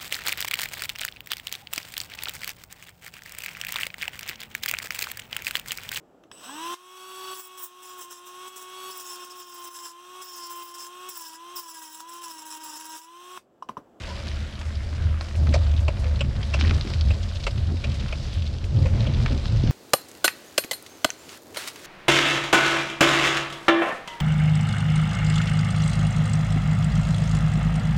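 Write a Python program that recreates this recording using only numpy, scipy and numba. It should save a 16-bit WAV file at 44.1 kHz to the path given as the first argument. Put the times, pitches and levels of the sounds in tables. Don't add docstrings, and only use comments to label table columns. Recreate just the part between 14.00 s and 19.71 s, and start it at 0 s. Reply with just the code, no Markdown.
import sys
import numpy as np
from scipy import signal
from scipy.io import wavfile
from scipy.ndimage import uniform_filter1d
from numba import njit

SR = 44100
rng = np.random.default_rng(int(sys.argv[2]) if len(sys.argv) > 2 else 0)


def waveform_to_disk(signal):
    frames = np.transpose(np.atleast_2d(signal))
    scaled = np.clip(frames, -1, 1) * 32767
    samples = np.round(scaled).astype(np.int16)
    wavfile.write(sys.argv[1], SR, samples)


N = 251811

# (frequency [Hz], width [Hz], gain [dB])
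FRAME_LOW_MODES = [(319, 68, -15), (560.7, 54, 2.5), (685, 44, 0.5), (848, 257, -10.5)]


def undb(db):
    return 10 ** (np.asarray(db) / 20)


def unit(x):
    return x / np.sqrt(np.mean(x ** 2))


def curves(table):
    times_s, *columns = np.transpose(table)
    return [np.interp(np.arange(N) / SR, times_s, column) for column in columns]


@njit
def svf(x, hz, width_hz):
    y, band_state, low_state = np.empty(len(x)), 0., 0.
    for i in range(len(x)):
        g, damping = np.tan(np.pi * hz[i] / SR), width_hz / hz[i]
        v = (band_state + g * (x[i] - low_state)) / (1 + g * (g + damping))
        band_state, low_state = 2 * v - band_state, low_state + 2 * g * v
        y[i] = damping * v
    return y


def band(x, hz, width_hz):
    return svf(x, np.full(len(x), float(hz)), float(width_hz))


def ring(x, modes):
    return sum((-1) ** k * undb(db) * band(x, hz, width_hz) for k, (hz, width_hz, db) in enumerate(modes))


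def walk(rate_hz):
    hold = int(SR / rate_hz)
    steps = np.repeat(rng.standard_normal(N // hold + 1), hold)
    return unit(uniform_filter1d(uniform_filter1d(steps, hold), hold)[:N])


def even(x, window, share):
    swing = np.sqrt(np.abs(uniform_filter1d(x ** 2, size=window))) + 1e-9
    return unit(x / swing ** share)


def add(out, time_s, sound, peak_db):
    start = int(time_s * SR)
    n = min(len(sound), N - start)
    out[start:start + n] += sound[:n] * undb(peak_db) / np.abs(sound).max()


def puffs(rows, rise_s, fade_s):
    out, t = np.zeros(N), np.arange(8000) / SR
    envelope = (1 - np.exp(-t / rise_s)) * np.exp(-t / fade_s)
    for time_s, db, hz, width_hz in rows:
        burst = envelope * rng.standard_normal(len(t))
        add(out, time_s, band(band(burst, hz, width_hz), hz, 2 * width_hz), db)
    return out


def frame_hum():
    # (time [s], level [dB])
    levels = [(0.0, -36), (0.44, -26), (0.51, -42.5), (0.67, -27), (0.97, -28), (1.06, -19), (1.33, -34.5),
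              (1.38, -18), (1.88, -19.5), (1.96, -30.5), (2.02, -20), (2.43, -30.5), (2.56, -19.5),
              (2.75, -19.5), (2.83, -40), (3.08, -13), (3.18, -32.5), (3.23, -27), (3.5, -36.5),
              (3.56, -23.5), (4.31, -34), (4.37, -21.5), (4.56, -32.5), (4.82, -21), (5.69, -29.5),
              (5.71, -51)]
    # (time [s], pitch [Hz])
    pitches = [(0.0, 76.4), (0.35, 71.7), (0.62, 76.5), (0.74, 71.7), (0.92, 79.3), (1.4, 73), (1.7, 78),
               (2.1, 77), (2.36, 69), (2.5, 79.9), (3.1, 77.3), (3.42, 84), (3.95, 75), (4.23, 69.8),
               (4.79, 87), (5.1, 77.6), (5.71, 73)]
    hz = curves(pitches)[0] + 0.97 * walk(5.1)
    tone = svf(svf(rng.standard_normal(N), hz, 7.8), hz, 15.8)
    shudder = band(band(rng.standard_normal(N), 87.3, 31), 97.6, 46)
    hum = even(tone, window=1200, share=0.77) + undb(-10.5) * unit(shudder)
    return undb(curves(levels)[0]) * unit(hum)


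def frame_drone(hz=207, width_hz=18.2):
    tone = band(band(rng.standard_normal(N), hz, width_hz), hz, 2 * width_hz)
    return undb(-49.5 + 3.6 * walk(7.5)) * unit(tone)


def wind():
    # (time [s], buffet [dB], flutter [dB])
    levels = [(0.0, -49.5, -43), (0.46, -33.5, -46), (0.68, -52.5, -48.5), (1.08, -31, -43.5),
              (1.32, -44, -48.5), (1.45, -26, -43), (1.91, -35.5, -47.5), (2.25, -28.5, -39),
              (2.45, -33.5, -48.5), (2.67, -34, -39.5), (2.72, -22.5, -33), (2.85, -29.5, -49),
              (2.97, -33, -55), (3.04, -29.5, -40), (3.2, -39, -45.5), (3.61, -30, -42.5), (4.0, -33, -42),
              (4.44, -31.5, -43), (4.68, -40, -38.5), (4.74, -20.5, -40), (4.95, -22.5, -42),
              (5.12, -22, -34), (5.2, -24.5, -39), (5.33, -20.5, -31), (5.42, -31, -37), (5.71, -18, -39)]
    # (time [s], peak [dB], centre [Hz])
    thumps = [(3.741, -22, 245), (5.637, -13.5, 232), (5.652, -15.5, 34)]
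    buffet_db, flutter_db = curves(levels)
    eddies = rng.standard_normal(N) * undb(3.7 * walk(25.07))
    buffet = band(band(eddies, 129.2, 48), 101, 52)
    flutter = band(band(eddies, 192, 43.5), 158, 140)
    flutter += undb(-12.5) * band(band(eddies, 248, 270), 243, 530)
    push = band(band(rng.standard_normal(N), 40.5, 39), 47.6, 38)
    push_db = -15 + 0.5 * uniform_filter1d(buffet_db, size=12000)
    out = undb(buffet_db) * even(buffet, window=1500, share=0.062)
    out += undb(flutter_db) * even(flutter, window=1500, share=0.18)
    out += undb(push_db) * unit(push)
    pulse = np.r_[np.hanning(90), np.zeros(6000)]
    for time_s, db, hz in thumps:
        add(out, time_s, band(band(pulse, hz, 0.77 * hz), hz, 1.1 * hz), db)
    return out


def grit(crunches_per_s=80, grains_per_s=400):
    crunch = (rng.random(N) < crunches_per_s / SR).astype(float)
    grains = (rng.random(N) < grains_per_s / SR).astype(float)
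    crunch *= undb(np.minimum(2 * rng.exponential(size=N), 13))
    grains *= undb(np.minimum(10 * rng.exponential(size=N), 12))
    return unit(np.convolve(crunch, np.hanning(260), "same")), unit(grains)


def tyres(drying_db_per_s=0.67):
    # (time [s], sizzle gain [dB], roll gain [dB], frame ring level [dB])
    levels = [(0.0, -46.5, -39, -47), (0.16, -47.5, -38, -45.5), (0.4, -50, -41, -50),
              (0.81, -51, -42, -52), (1.2, -52, -41.5, -50.5), (1.56, -46.5, -44, -43),
              (1.8, -50.5, -44, -49), (2.08, -49.5, -40.5, -44.5), (2.25, -53, -45, -51),
              (2.64, -44, -36, -48), (3.07, -46.5, -42.5, -46.5), (3.3, -48, -44.5, -48),
              (3.65, -49.5, -46, -50.5), (4.05, -46.5, -43, -50.5), (4.35, -45, -46, -51),
              (4.65, -49.5, -48, -56), (4.78, -48.5, -48, -47), (4.94, -46, -42, -43.5),
              (5.12, -47, -41, -41.5), (5.2, -43, -44, -56), (5.3, -45.5, -38, -44),
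              (5.39, -45.5, -41.5, -48), (5.71, -44.5, -40, -49)]
    # (frequency [Hz], density [dB])
    spectrum = [(300, 8), (500, -9), (800, -2.5), (1400, 2.5), (2100, 0), (3400, 6), (4600, 6.5),
                (6000, -4.5), (8000, -6.5), (11000, -13), (13000, -9.5), (15000, -11)]
    sizzle_db, roll_db, ring_db = curves(levels)
    hiss_hz, hiss_db = np.transpose(spectrum)
    spray_db = -36.5 + 0.63 * (sizzle_db + 48) + 0.8 * walk(5.98)
    spray_db -= drying_db_per_s * (np.arange(N) - N / 2) / SR
    patchy_db = 0.61 * walk(27.25)
    coarse_crunch, coarse_grains = grit()
    medium_crunch, medium_grains = grit()
    fine_crunch, fine_grains = grit()
    out = np.zeros(N)
    for hz in np.r_[300 * 2 ** np.arange(0, 5.2, 1 / 3), 10800, 12000, 13200, 14400]:
        mid = np.clip(np.log2(hz / 1910), 0, 1)
        top = np.clip(np.log2(hz / 4700), 0, 1)
        crunch = (1 - mid) * coarse_crunch + (mid - 0.75 * top) * medium_crunch + 0.33 * top * fine_crunch
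        grains = (1 - mid) * coarse_grains + (mid - 0.34 * top) * medium_grains + 0.3 * top * fine_grains
        source = rng.standard_normal(N) * (1 + 0.5 * crunch) - 0.5 * grains
        db = (1 - mid) * roll_db + (mid - top) * sizzle_db + top * spray_db
        db += np.interp(np.log(hz), np.log(hiss_hz), hiss_db)
        db += patchy_db + (1.8 - 0.9 * top) * walk(14)
        out += undb(db) * band(band(source, hz, hz / 3), hz, hz / 2)
    shake = rng.standard_normal(N) * undb(1.3 * walk(25))
    return out + undb(ring_db) * unit(ring(shake, FRAME_LOW_MODES))


def pings(rise_s=0.0036):
    # (time [s], peak [dB], pitch [Hz], fade [s])
    rings = [(.075, -46, 1034, 0.069), (0.102, -35.5, 973, 0.016), (2.049, -37, 509, 0.052),
             (4.76, -38.5, 536, 0.11), (4.849, -29, 510, 0.023), (5.3, -37.5, 531, 0.036)]
    out, t = np.zeros(N), np.arange(12000) / SR
    for time_s, db, hz, fade_s in rings:
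        envelope = (1 - np.exp(-t / rise_s)) * np.exp(-t / fade_s)
        add(out, time_s, np.sin(2 * np.pi * hz * t) * envelope, db)
    return out


def water_spits(hz=10600, width_hz=17000):
    # (time [s], peak before the housing [dB])
    spits = [(0.267, -33), (.59, -32.5), (0.659, -36), (.90, -44), (1.21, -31.5), (1.355, -30.5),
             (1.502, -35), (1.799, -32), (1.99, -31), (2.46, -36), (3.433, -37), (3.939, -34), (4.329, -32),
             (4.64, -34), (4.789, -37), (4.895, -43), (5.21, -34)]
    return puffs([(time_s, db, hz, width_hz) for time_s, db in spits], rise_s=0.0046, fade_s=0.02)


def random_stones(count=12):
    when, strength, pitch = rng.random((count, 3)).T
    times_s = 0.01 + when * (N / SR - 0.1)
    db = -27.5 - 8 * strength
    return list(zip(times_s, db, np.interp(pitch, (0, 1), (2200, 4370)), db - 27))


def stone_cracks(grind_s=0.002, crumble_s=0.0049):
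    # (time [s], snap peak [dB], centre [Hz], pop peak [dB])
    stones = [(0.2792, -26, 4500, -45), (0.3135, -28, 2100, -37), (0.6124, -30, 1900, -35),
              (0.7522, -26.5, 4900, -48), (1.2081, -21, 4030, -20), (1.3516, -27.5, 2240, -58),
              (1.468, -28, 1740, -30), (1.489, -26, 4430, -56), (1.6926, -32, 2100, -45),
              (1.9699, -38, 2760, -50), (2.0637, -31, 1700, -36), (2.2458, -33, 2330, -43),
              (1.669, -30, 4700, -45), (1.763, -28, 3960, -50), (1.775, -27, 3600, -52),
              (1.628, -37, 3900, -57), (1.633, -33, 4500, -55), (2.041, -27, 2420, -30),
              (2.157, -27.5, 4000, -48), (2.4275, -25, 3050, -55), (2.6091, -10.5, 2540, -15),
              (2.616, -24, 3440, -46), (2.623, -22, 3110, -30), (2.637, -24, 3000, -27),
              (2.669, -24.5, 3000, -45), (2.6559, -23, 2510, -46), (2.6763, -19, 3850, -46),
              (2.6934, -16, 2900, -23.5), (2.7079, -14, 2390, -15), (2.809, -14.5, 4000, -47),
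              (2.83, -32, 3800, -50), (2.8714, -29, 2400, -47), (2.9003, -34, 4300, -47),
              (2.9348, -17.5, 2560, -64), (3.0086, -14, 4340, -37), (3.014, -26, 4400, -31),
              (3.2303, -31, 3280, -62), (3.3194, -31, 4300, -35), (3.356, -23, 3560, -35),
              (3.3675, -27, 3930, -53), (3.438, -21, 4020, -35), (3.5063, -28, 3750, -46),
              (3.5773, -25.5, 2550, -54), (3.7678, -30, 2310, -45), (4.0262, -33, 2660, -45),
              (4.0826, -30, 2850, -45), (4.4742, -32, 4370, -52), (4.7671, -31, 3360, -48),
              (4.7865, -29, 4500, -40), (5.3093, -31, 3490, -50), (5.3462, -37, 3680, -50),
              (5.3817, -30, 4530, -56), (5.5657, -38, 2200, -42), (4.3283, -29, 3460, -53),
              (4.4205, -23, 3330, -38), (4.6393, -27.5, 2770, -46), (5.0042, -20.5, 3970, -52),
              (5.144, -26, 3640, -55), (5.259, -20, 2030, -17.5), (5.278, -34, 3270, -30),
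              (5.4545, -18, 3240, -23), (5.596, -28, 4000, -45), (5.6725, -21.5, 2600, -29)]
    out, t = np.zeros(N), np.arange(2048) / SR - 0.004
    envelope = np.where(t < 0, 0.3 * np.exp(t / grind_s), np.exp(-t / crumble_s))
    lowpass = signal.butter(4, 6200, fs=SR, output="sos")
    for time_s, snap_db, hz, pop_db in list(stones) + random_stones():
        force = undb(-19.5) * rng.standard_normal(len(t)) * envelope
        force[np.argmax(t >= 0)] -= np.clip((snap_db + 30) / 8, 0.7, 2.4)
        force = signal.sosfilt(lowpass, np.convolve(force, np.hanning(5), "same"))
        snap = band(force, hz, 830) + 0.47 * band(force, 4550, 3600)
        start_s = time_s - 0.0018
        add(out, start_s, band(snap, 2350, 4000), snap_db)
        add(out, start_s, band(band(force, 1300, 1200), 1400, 2200), pop_db)
    return out


def wind_gusts():
    # (time [s], peak [dB], centre [Hz])
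    gusts = [(1.481, -24, 208), (2.241, -29.5, 202), (2.58, -29, 199), (2.621, -25, 225), (2.658, -28, 298),
             (2.681, -25, 196), (2.704, -29.5, 308), (2.845, -25, 255), (2.864, -29.5, 328),
             (2.888, -39, 220), (3.438, -37, 200), (3.701, -24, 226), (4.76, -28.5, 230), (4.94, -31, 258),
             (5.089, -27, 240), (5.301, -24, 221)]
    return puffs([(time_s, db, hz, 0.34 * hz) for time_s, db, hz in gusts], rise_s=0.0064, fade_s=0.021)


def grit_crunches():
    # (time [s], peak [dB], centre [Hz])
    patches = [(1.524, -31, 2000), (2.19, -33, 2500), (2.595, -25, 4200), (2.734, -34, 3500),
               (3.227, -32.5, 4200), (3.285, -31, 3970), (3.349, -32, 4200), (3.399, -33, 4000),
               (3.433, -28.5, 4020), (3.895, -36, 3200), (3.915, -32.5, 3500), (3.945, -33, 2800),
               (3.995, -29.5, 3300), (4.089, -37, 1500), (4.261, -40, 1490), (5.276, -32, 3280)]
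    return puffs([(time_s, db, hz, 0.77 * hz) for time_s, db, hz in patches], rise_s=0.0036, fade_s=0.011)


def knocks(scuff_s=0.0028, rattle_s=0.0083):
    # (time [s], high ring peak [dB], low ring peak [dB], treble peak [dB], air peak [dB],
    # high ring pitch [ratio], rise [s])
    strikes = [(1.5385, -19, -14, -20, -36, 0.86, 0.0014), (1.5505, -36, -19, -25.5, -44, 1.0, .002),
               (1.8807, -19, -19, -31.5, -36, 0.96, .0008), (2.2061, -19, -23.5, -25, -29, 1.02, 0.0021),
               (2.537, -18, -21, -20, -39, 1.02, 0.003), (3.102, -25.5, -26, -35, -43, 0.98, 0.003),
               (3.4663, -16, -19, -24.5, -34, 0.96, 0.0017), (3.839, -23, -29.5, -27.5, -48, 1.03, 0.0021),
               (4.1246, -20.5, -29.5, -29, -52, 0.94, 0.0012),
               (4.857, -27.5, -29.5, -37, -41, 0.88, 0.00089), (5.065, -26.5, -32, -40, -48, 1.1, 0.0017)]
    # (frequency [Hz], width [Hz], gain [dB])
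    frame_high_modes = [(1090, 190, -8.5), (1470, 240, -8), (2290, 300, -4), (2720, 280, 2),
                        (3200, 870, -11)]
    out, t = np.zeros(N), np.arange(4096) / SR - 0.021
    after_s = np.maximum(t, 0)
    scuff = undb(-20.5) * np.exp(-np.abs(t) / scuff_s)
    for time_s, high_db, low_db, treble_db, air_db, ratio, rise_s in strikes:
        rattle = (1 - np.exp(-after_s / rise_s)) ** 2 * np.exp(-after_s / rattle_s)
        noise = rng.standard_normal((3, len(t)))
        noise[:2, np.argmax(rattle)] += 4.5
        high_noise, low_noise, treble_noise = noise
        high_modes = np.array(frame_high_modes) * [ratio, 1, 1]
        high_modes += rng.standard_normal(high_modes.shape) * [30, 0, 1.2]
        low_modes = np.array(FRAME_LOW_MODES)
        low_modes += rng.standard_normal(low_modes.shape) * [10, 0, 1.5]
        start_s = time_s - 0.022
        add(out, start_s, ring(high_noise * (rattle + scuff), high_modes), high_db)
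        add(out, start_s, ring(low_noise * rattle, low_modes), low_db)
        add(out, start_s, band(treble_noise * rattle, 4840, 2300), treble_db)
        add(out, start_s, band(band(treble_noise * rattle, 7400, 1600), 7400, 2400), air_db)
    return out


def scene():
    rumble = frame_hum() + frame_drone() + wind() + wind_gusts()
    hiss = tyres() + water_spits()
    impacts = knocks() + stone_cracks() + grit_crunches() + pings()
    return (rumble + hiss + impacts)[None]


def record(dry):
    housing_hz, top_hz = 6010, 15600
    housed = signal.sosfilt(signal.butter(3, housing_hz, fs=SR, output="sos"), dry)
    return signal.sosfilt(signal.ellip(8, 0.2, 70, top_hz, fs=SR, output="sos"), housed)


dry = scene()
out = record(dry)
waveform_to_disk(out)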